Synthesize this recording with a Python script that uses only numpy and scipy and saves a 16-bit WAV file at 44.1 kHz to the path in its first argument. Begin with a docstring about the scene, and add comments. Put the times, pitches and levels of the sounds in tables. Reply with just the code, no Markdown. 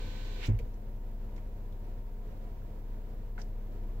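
"""A car idles under a soft ventilation hum; outside hiss pours through a window as its motor runs it up.
From 0.4 s the gap pinches shut, its resonance sweeps upward and the glass rubs into the rubber seal.
At 0.48 s hiss and motor stop and the glass thumps home, ringing the door. The switch clicks back.
The engine throbs on, with a few small handling clicks; near 3.5 s a faint drone joins under load."""
import sys
import numpy as np
from scipy import signal
from scipy.fft import rfft, irfft
from scipy.io import wavfile

SR = 44100
rng = np.random.default_rng(int(sys.argv[2]) if len(sys.argv) > 2 else 0)


def digitize_waveform(pressure):
    """Quantize a signal to 16-bit integers and store it at the path in sys.argv[1].

    Rows of a 2-D input are taken as channels; values are limited to [-1, 1].
    """
    field = np.atleast_2d(pressure).T
    bounded = np.clip(field, -1, 1)
    quanta = np.round(bounded * 32767).astype(np.int16)
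    wavfile.write(sys.argv[1], SR, quanta)


N = 176400
T, HZ = np.arange(N) / SR, np.maximum(np.arange(N // 2 + 1) * SR / N, 1)


def from_db(db):
    """Decibels to gain."""
    return 10 ** (np.asarray(db) / 20)


def unit_rms(x):
    """Scale to unit rms."""
    return x / np.sqrt(np.mean(x ** 2) + 1e-20)


def in_time(rows):
    """Each column of a time table at every sample."""
    t_s, *columns = np.transpose(rows)
    return [np.interp(T, t_s, column) for column in columns]


def by_hz(rows):
    """A spectrum table at every bin, interpolated in log f."""
    hz, value = np.transpose(rows)
    return np.interp(np.log(HZ), np.log(hz), value)


def pan(db):
    """Constant-power gains for an L-R level difference."""
    gains = from_db(np.array([[.5], [-.5]]) * db)
    return gains / np.sqrt(np.mean(gains ** 2, axis=0))


def drift(corner_hz):
    """Low-passed random wander, unit rms."""
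    return unit_rms(irfft(rfft(rng.standard_normal(N)) / (1 + (HZ / corner_hz) ** 2), N))


def resonance(hz, q):
    """Gain of two equal band-passes in series, at every bin."""
    return 1 / (1 + (q * (HZ / hz - hz / HZ)) ** 2)


def struck(age_s, rise_s, t60_s):
    """Envelope of a blow: quick rise, exponential decay."""
    return (1 - np.exp(-age_s / rise_s)) * from_db(-60 * np.minimum(age_s / t60_s, 4))


def tones(rows, flutter_db, wander):
    """Wavering tones; L-R phase spread grows with frequency up to 1 kHz."""
    out = 0
    for hz, db, width_hz in rows:
        phase = 2 * np.pi * np.cumsum(hz + wander * width_hz * drift(2 * width_hz + 1)) / SR
        spread_rad = min(hz / 1000, 1) * np.array([drift(3.8), drift(5.6)])
        out += np.sqrt(2) * from_db(db + flutter_db * drift(24)) * np.sin(phase + spread_rad)
    return out


# Stereo width of the noise, centred in the bass, wide in the treble: f/Hz, centring (1 = mono)
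NOISE_CENTRING = [(50, 1), (130, 0.68), (290, 0.84), (640, 0.41), (1300, 0.18), (3000, -0.034),
                  (16000, -0.34)]


def noise(gain):
    """Stereo noise of given gain per root Hz, centred in the bass, wide in the treble."""
    mid, side = rfft(rng.standard_normal((2, N)))
    centring = np.clip(by_hz(NOISE_CENTRING), -.999, .999)
    spectrum = np.sqrt(1 + centring) * mid + np.sqrt(1 - centring) * side * [[1], [-1]]
    return irfft(gain * spectrum, N) * np.sqrt(SR) / 2


# Rumble and ventilation air: f/Hz, density/(dB per Hz)
CABIN_AIR = [(15, -88.5), (30, -71), (70, -73), (100, -79.5), (135, -75.5), (185, -86), (230, -78.5),
             (270, -84), (320, -82.5), (390, -83), (470, -81.5), (560, -85.5), (760, -90), (840, -95.5),
             (980, -90), (1100, -99), (1900, -102), (3000, -108), (6000, -115), (16000, -119)]
# Air balance: f/Hz, L-R/dB
CABIN_BALANCE = [(60, -4.5), (150, -0.5), (950, -2), (2400, -3.5), (6000, -2.5), (15000, 6.5)]
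# Belt and ventilation hums: f/Hz, level/dB, width/Hz
CABIN_HUMS = [(103.75, -57, 1.57), (174.9, -69.5, 0.84), (207.8, -59, 0.39), (421.2, -68.5, 6),
              (705.6, -73, 1.52), (923, -73, 4.2)]


def cabin(flicker_db=1.0):
    """Rumble and ventilation air under the hums of belt drive and ventilation."""
    air = noise(from_db(by_hz(CABIN_AIR)) * pan(by_hz(CABIN_BALANCE)))
    return air * from_db(flicker_db * drift(6.9)) + tones(CABIN_HUMS, flutter_db=1.5, wander=.86)


# Engine orders: multiple of firing rate, level/dB
ENGINE_ORDERS = [(1, -36.3), (1.5, -53.5), (2, -55.5), (3, -53), (4, -64)]
# Boom over time: t/s, gain/dB
ENGINE_BOOM = [(0, 0), (.45, -1.5), (1.0, -2.5), (1.7, -2.1), (2.35, -3.8), (2.8, -3), (3.4, -2.5),
               (3.7, -0.5), (4, 1.5)]


def engine(firing_hz=30.5, speed_wander=.0043, steady_db=1.03, shake_db=2.5):
    """The firing rate booms steadily in the cabin; its higher orders shake."""
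    phase = 2 * np.pi * np.cumsum(firing_hz * (1 + speed_wander * drift(3.2))) / SR
    out = 0
    for order, db in ENGINE_ORDERS:
        flutter_db = (steady_db if order == 1 else shake_db) * drift(7)
        out += from_db(db + flutter_db) * np.sin(order * phase + rng.uniform(0, 2 * np.pi))
    return np.sqrt(2) * out * from_db(in_time(ENGINE_BOOM)[0]) * pan(1.5)


def load_drone(mid_s=3.46, rise_s=.14, hz=322, level_db=-61.5):
    """A narrow cabin resonance grows as the engine takes up load."""
    swell = (1 + np.tanh((T - mid_s) / rise_s)) / 2
    return unit_rms(noise(resonance(hz, q=7.8))) * from_db(level_db) * swell


# Plastic clicks: t/s, level/dB, f/Hz, t60/s, rise/s, crack re ring/dB, L-R/dB
PLASTIC_CLICKS = [(.4635, -57, 14600, 0.027, .0005, -15, 9), (.546, -55.5, 2100, 0.056, 0.0023, -20, -2),
                  (0.589, -50.5, 2280, 0.072, 0.0012, -7.5, -6), (.588, -58.5, 11700, 0.051, .0005, -18, 5),
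                  (0.597, -41, 420, 0.082, 0.0023, -30, -2), (.74, -67, 6170, 0.05, 0.0011, -8, -4),
                  (1.362, -70, 5500, 0.062, .002, 9, 0), (1.378, -57, 2030, 0.059, 0.0017, -10, -5),
                  (1.723, -66.5, 3500, 0.06, .002, -6, -6), (2.619, -63, 1380, 0.017, .0005, -14, -3),
                  (3.379, -47, 1590, 0.12, 0.00059, -25, -3), (3.384, -48.5, 755, 0.13, 0.0022, -21, -2),
                  (3.389, -59.5, 5670, 0.18, 0.0087, 0, -5),
                  (3.4155, -51.5, 5500, 0.047, 0.00067, -10.5, -3)]


def clicks(crack_low_hz=1000, crack_top_hz=6750, direct_t60_s=.014):
    """Switch and handling clicks: a broad crack and one ring, direct and then scattered by the cabin."""
    out = np.zeros((2, N))
    crack = unit_rms(noise(HZ / (HZ + crack_low_hz) / np.sqrt(1 + (HZ / crack_top_hz) ** 6)))
    for t_s, db, hz, t60_s, rise_s, crack_db, pan_db in PLASTIC_CLICKS:
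        age_s = np.maximum(T - t_s, 0)
        body = unit_rms(noise(resonance(hz, q=2.67))) + from_db(crack_db) * crack
        envelope = struck(age_s, rise_s, direct_t60_s) + struck(age_s, rise_s, t60_s)
        out += body * envelope * from_db(db) * pan(pan_db)
    return out


# Motor pitch: t/s, f/Hz
MOTOR_PITCH = [(0, 508), (.2, 508), (.32, 508.3), (.39, 499), (.45, 487.5), (.49, 450)]
# Motor harmonics: multiple, level/dB, L-R/dB
MOTOR_HARMONICS = [(1, -60, 31), (2, -72, -10), (3, -65.5, -16)]


def window_motor(jitter=.003, flutter_db=2):
    """The motor whines, slowing as the glass meets the seal."""
    phase = 2 * np.pi * np.cumsum(in_time(MOTOR_PITCH)[0] * (1 + jitter * drift(30))) / SR
    return sum(np.sqrt(2) * from_db(db + flutter_db * drift(27)) * np.sin(k * phase) * pan(pan_db)
               for k, db, pan_db in MOTOR_HARMONICS)


# Outside hiss: f/Hz, density/(dB per Hz)
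GAP_AIR = [(100, -90), (300, -78.5), (600, -91), (1050, -89.5), (1330, -98), (1600, -90.5), (2300, -92),
           (4100, -89.5), (5200, -99), (7700, -102), (9000, -111), (12000, -109), (15000, -109)]
# Hiss balance: f/Hz, L-R/dB
GAP_BALANCE = [(300, -2.5), (950, -6), (2400, -3.5), (6000, -5.5), (12000, 3)]
# Whines on the hiss: f/Hz, level/dB, width/Hz
GAP_WHINES = [(2326, -70, 15), (2194, -76, 8), (2320, -81, 7.2), (2513, -76, 8), (2760, -78, 8.6),
              (2928, -79, 16), (3350, -94, 8)]


def gap_hiss():
    """Outside hiss enters through the open gap, carrying thin whines."""
    hiss = noise(from_db(by_hz(GAP_AIR)) * pan(by_hz(GAP_BALANCE)))
    return hiss + tones(GAP_WHINES, flutter_db=2.5, wander=1) * pan(-5)


# Gap resonance: t/s, level/dB (before gain_db), f/Hz
PINCH_SWEEP = [(.39, -72, 2400), (.425, -58, 2700), (.447, -49, 3300), (.459, -48, 4700), (.471, -53, 6400),
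               (.487, -60, 6600), (.515, -80, 6600)]


def gap_pinch(q=3.9, gain_db=-3.5, skirt_db=-37, rough_db=3.5, block=64):
    """Air squeezed by the closing gap: its resonance swells and sweeps upward."""
    db, hz = in_time(PINCH_SWEEP)
    white = rng.standard_normal((2, N))
    out, state = np.zeros((2, N)), np.zeros((2, 2))
    for i in range(0, int(PINCH_SWEEP[-1][0] * SR), block):
        radius = np.exp(-np.pi * hz[i] / q / SR)
        b = np.sqrt((1 - radius ** 2) / 2) * np.array([1, 0, -1])
        a = [1, -2 * radius * np.cos(2 * np.pi * hz[i] / SR), radius ** 2]
        band, state = signal.lfilter(b, a, white[:, i:i + block], zi=state)
        out[:, i:i + block] = band + from_db(skirt_db) * white[:, i:i + block]
    return out * from_db(gain_db + db - rough_db * drift(150)) * pan(-4.5)


def seal_rub(peak_s=.446, swell_s=.025, fade_s=.022, level_db=-41.5):
    """Rubber swishes and squeaks against the glass, swelling until the edge is in the channel."""
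    envelope = np.exp(-np.maximum(peak_s - T, 0) / swell_s - np.maximum(T - peak_s, 0) / fade_s)
    swish = resonance(hz=2320, q=.99)
    squeak = from_db(-4) * resonance(hz=2300, q=9) + from_db(-8) * resonance(hz=2800, q=9)
    return unit_rms(noise(swish + squeak)) * envelope * from_db(level_db) * pan(-6)


# Glass seating, door shuddering: t/s, level/dB
GLASS_KNOCKS = [(.4845, -18.5), (.5035, -21.5), (.531, -19), (.614, -30), (.672, -42)]
# Door modes: f/Hz, gain/dB, t60/s
DOOR_MODES = [(46.3, -6, 0.29), (101, 2, .13), (111, -13, .12), (231, -8.5, 0.13), (290, -13.5, .08),
              (407.6, -21.5, .1), (480, -20.5, .1)]
# Trim rattle: f/Hz, density/(dB per Hz)
TRIM_RATTLE = [(160, -81), (260, -60), (350, -66.5), (600, -71.5), (1200, -85), (2300, -84), (3000, -101),
               (8000, -118)]


def door_thump(rise_s=.003, soften_s=.0029, loss_db_per_oct=6, lowpass_hz=700, left_lag_s=.00051):
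    """The glass knocks the door into ringing and rattles its trim; the seal dulls each knock further."""
    rings = np.zeros((2, N))
    ear_time_s = T - np.array([[left_lag_s], [0]])
    for k, (t_s, db) in enumerate(GLASS_KNOCKS):
        span = slice(int(t_s * SR), int((t_s + .5) * SR))
        age_s = np.maximum(ear_time_s[:, span] - t_s, 0)
        for hz, mode_db, t60_s in DOOR_MODES:
            loss_db = k * loss_db_per_oct * max(np.log2(hz / DOOR_MODES[1][0]), 0)
            envelope = struck(age_s, rise_s + k * soften_s, t60_s)
            rings[:, span] += from_db(db + mode_db - loss_db) * envelope * np.sin(2 * np.pi * hz * age_s)
    thud = signal.sosfilt(signal.butter(2, lowpass_hz, fs=SR, output="sos"), rings + 1e-18)
    trim_age_s = np.maximum(T - GLASS_KNOCKS[0][0] + rise_s, 0)
    trim = noise(from_db(by_hz(TRIM_RATTLE))) * struck(trim_age_s, rise_s, t60_s=.23)
    return (thud + trim) * pan(-1)


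def scene(shut_s=.484, shut_fade_s=.0053):
    """The mix at the front seat; motor and hiss end as the glass seals."""
    until_shut = (1 - np.tanh((T - shut_s) / shut_fade_s)) / 2
    idle = engine() + cabin()
    window = (window_motor() + gap_hiss()) * until_shut + gap_pinch() + seal_rub() + door_thump()
    return idle + window + clicks() + load_drone()


# Microphone self-noise: f/Hz, density/(dB per Hz)
MIC_NOISE = [(1000, -125), (7000, -120), (10500, -116), (12500, -112), (15500, -108)]
# Microphone response: f/Hz, gain/dB
MIC_RESPONSE = [(7700, 0), (8500, -6), (9500, -4.5), (11000, -3), (12000, 1)]


def record(dry, cutoff_hz=15750):
    """Microphone hiss and colour, then a steep low-pass."""
    spectrum = rfft(dry + noise(from_db(by_hz(MIC_NOISE))), 2 * N)
    hz = np.maximum(np.arange(N + 1) * SR / (2 * N), 1)
    colour = from_db(np.interp(hz, HZ, by_hz(MIC_RESPONSE)))
    lowpass = 1 / np.sqrt(1 + (hz / cutoff_hz) ** 300)
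    return irfft(spectrum * colour * lowpass)[:, :N]


dry = scene()
out = record(dry)
digitize_waveform(out)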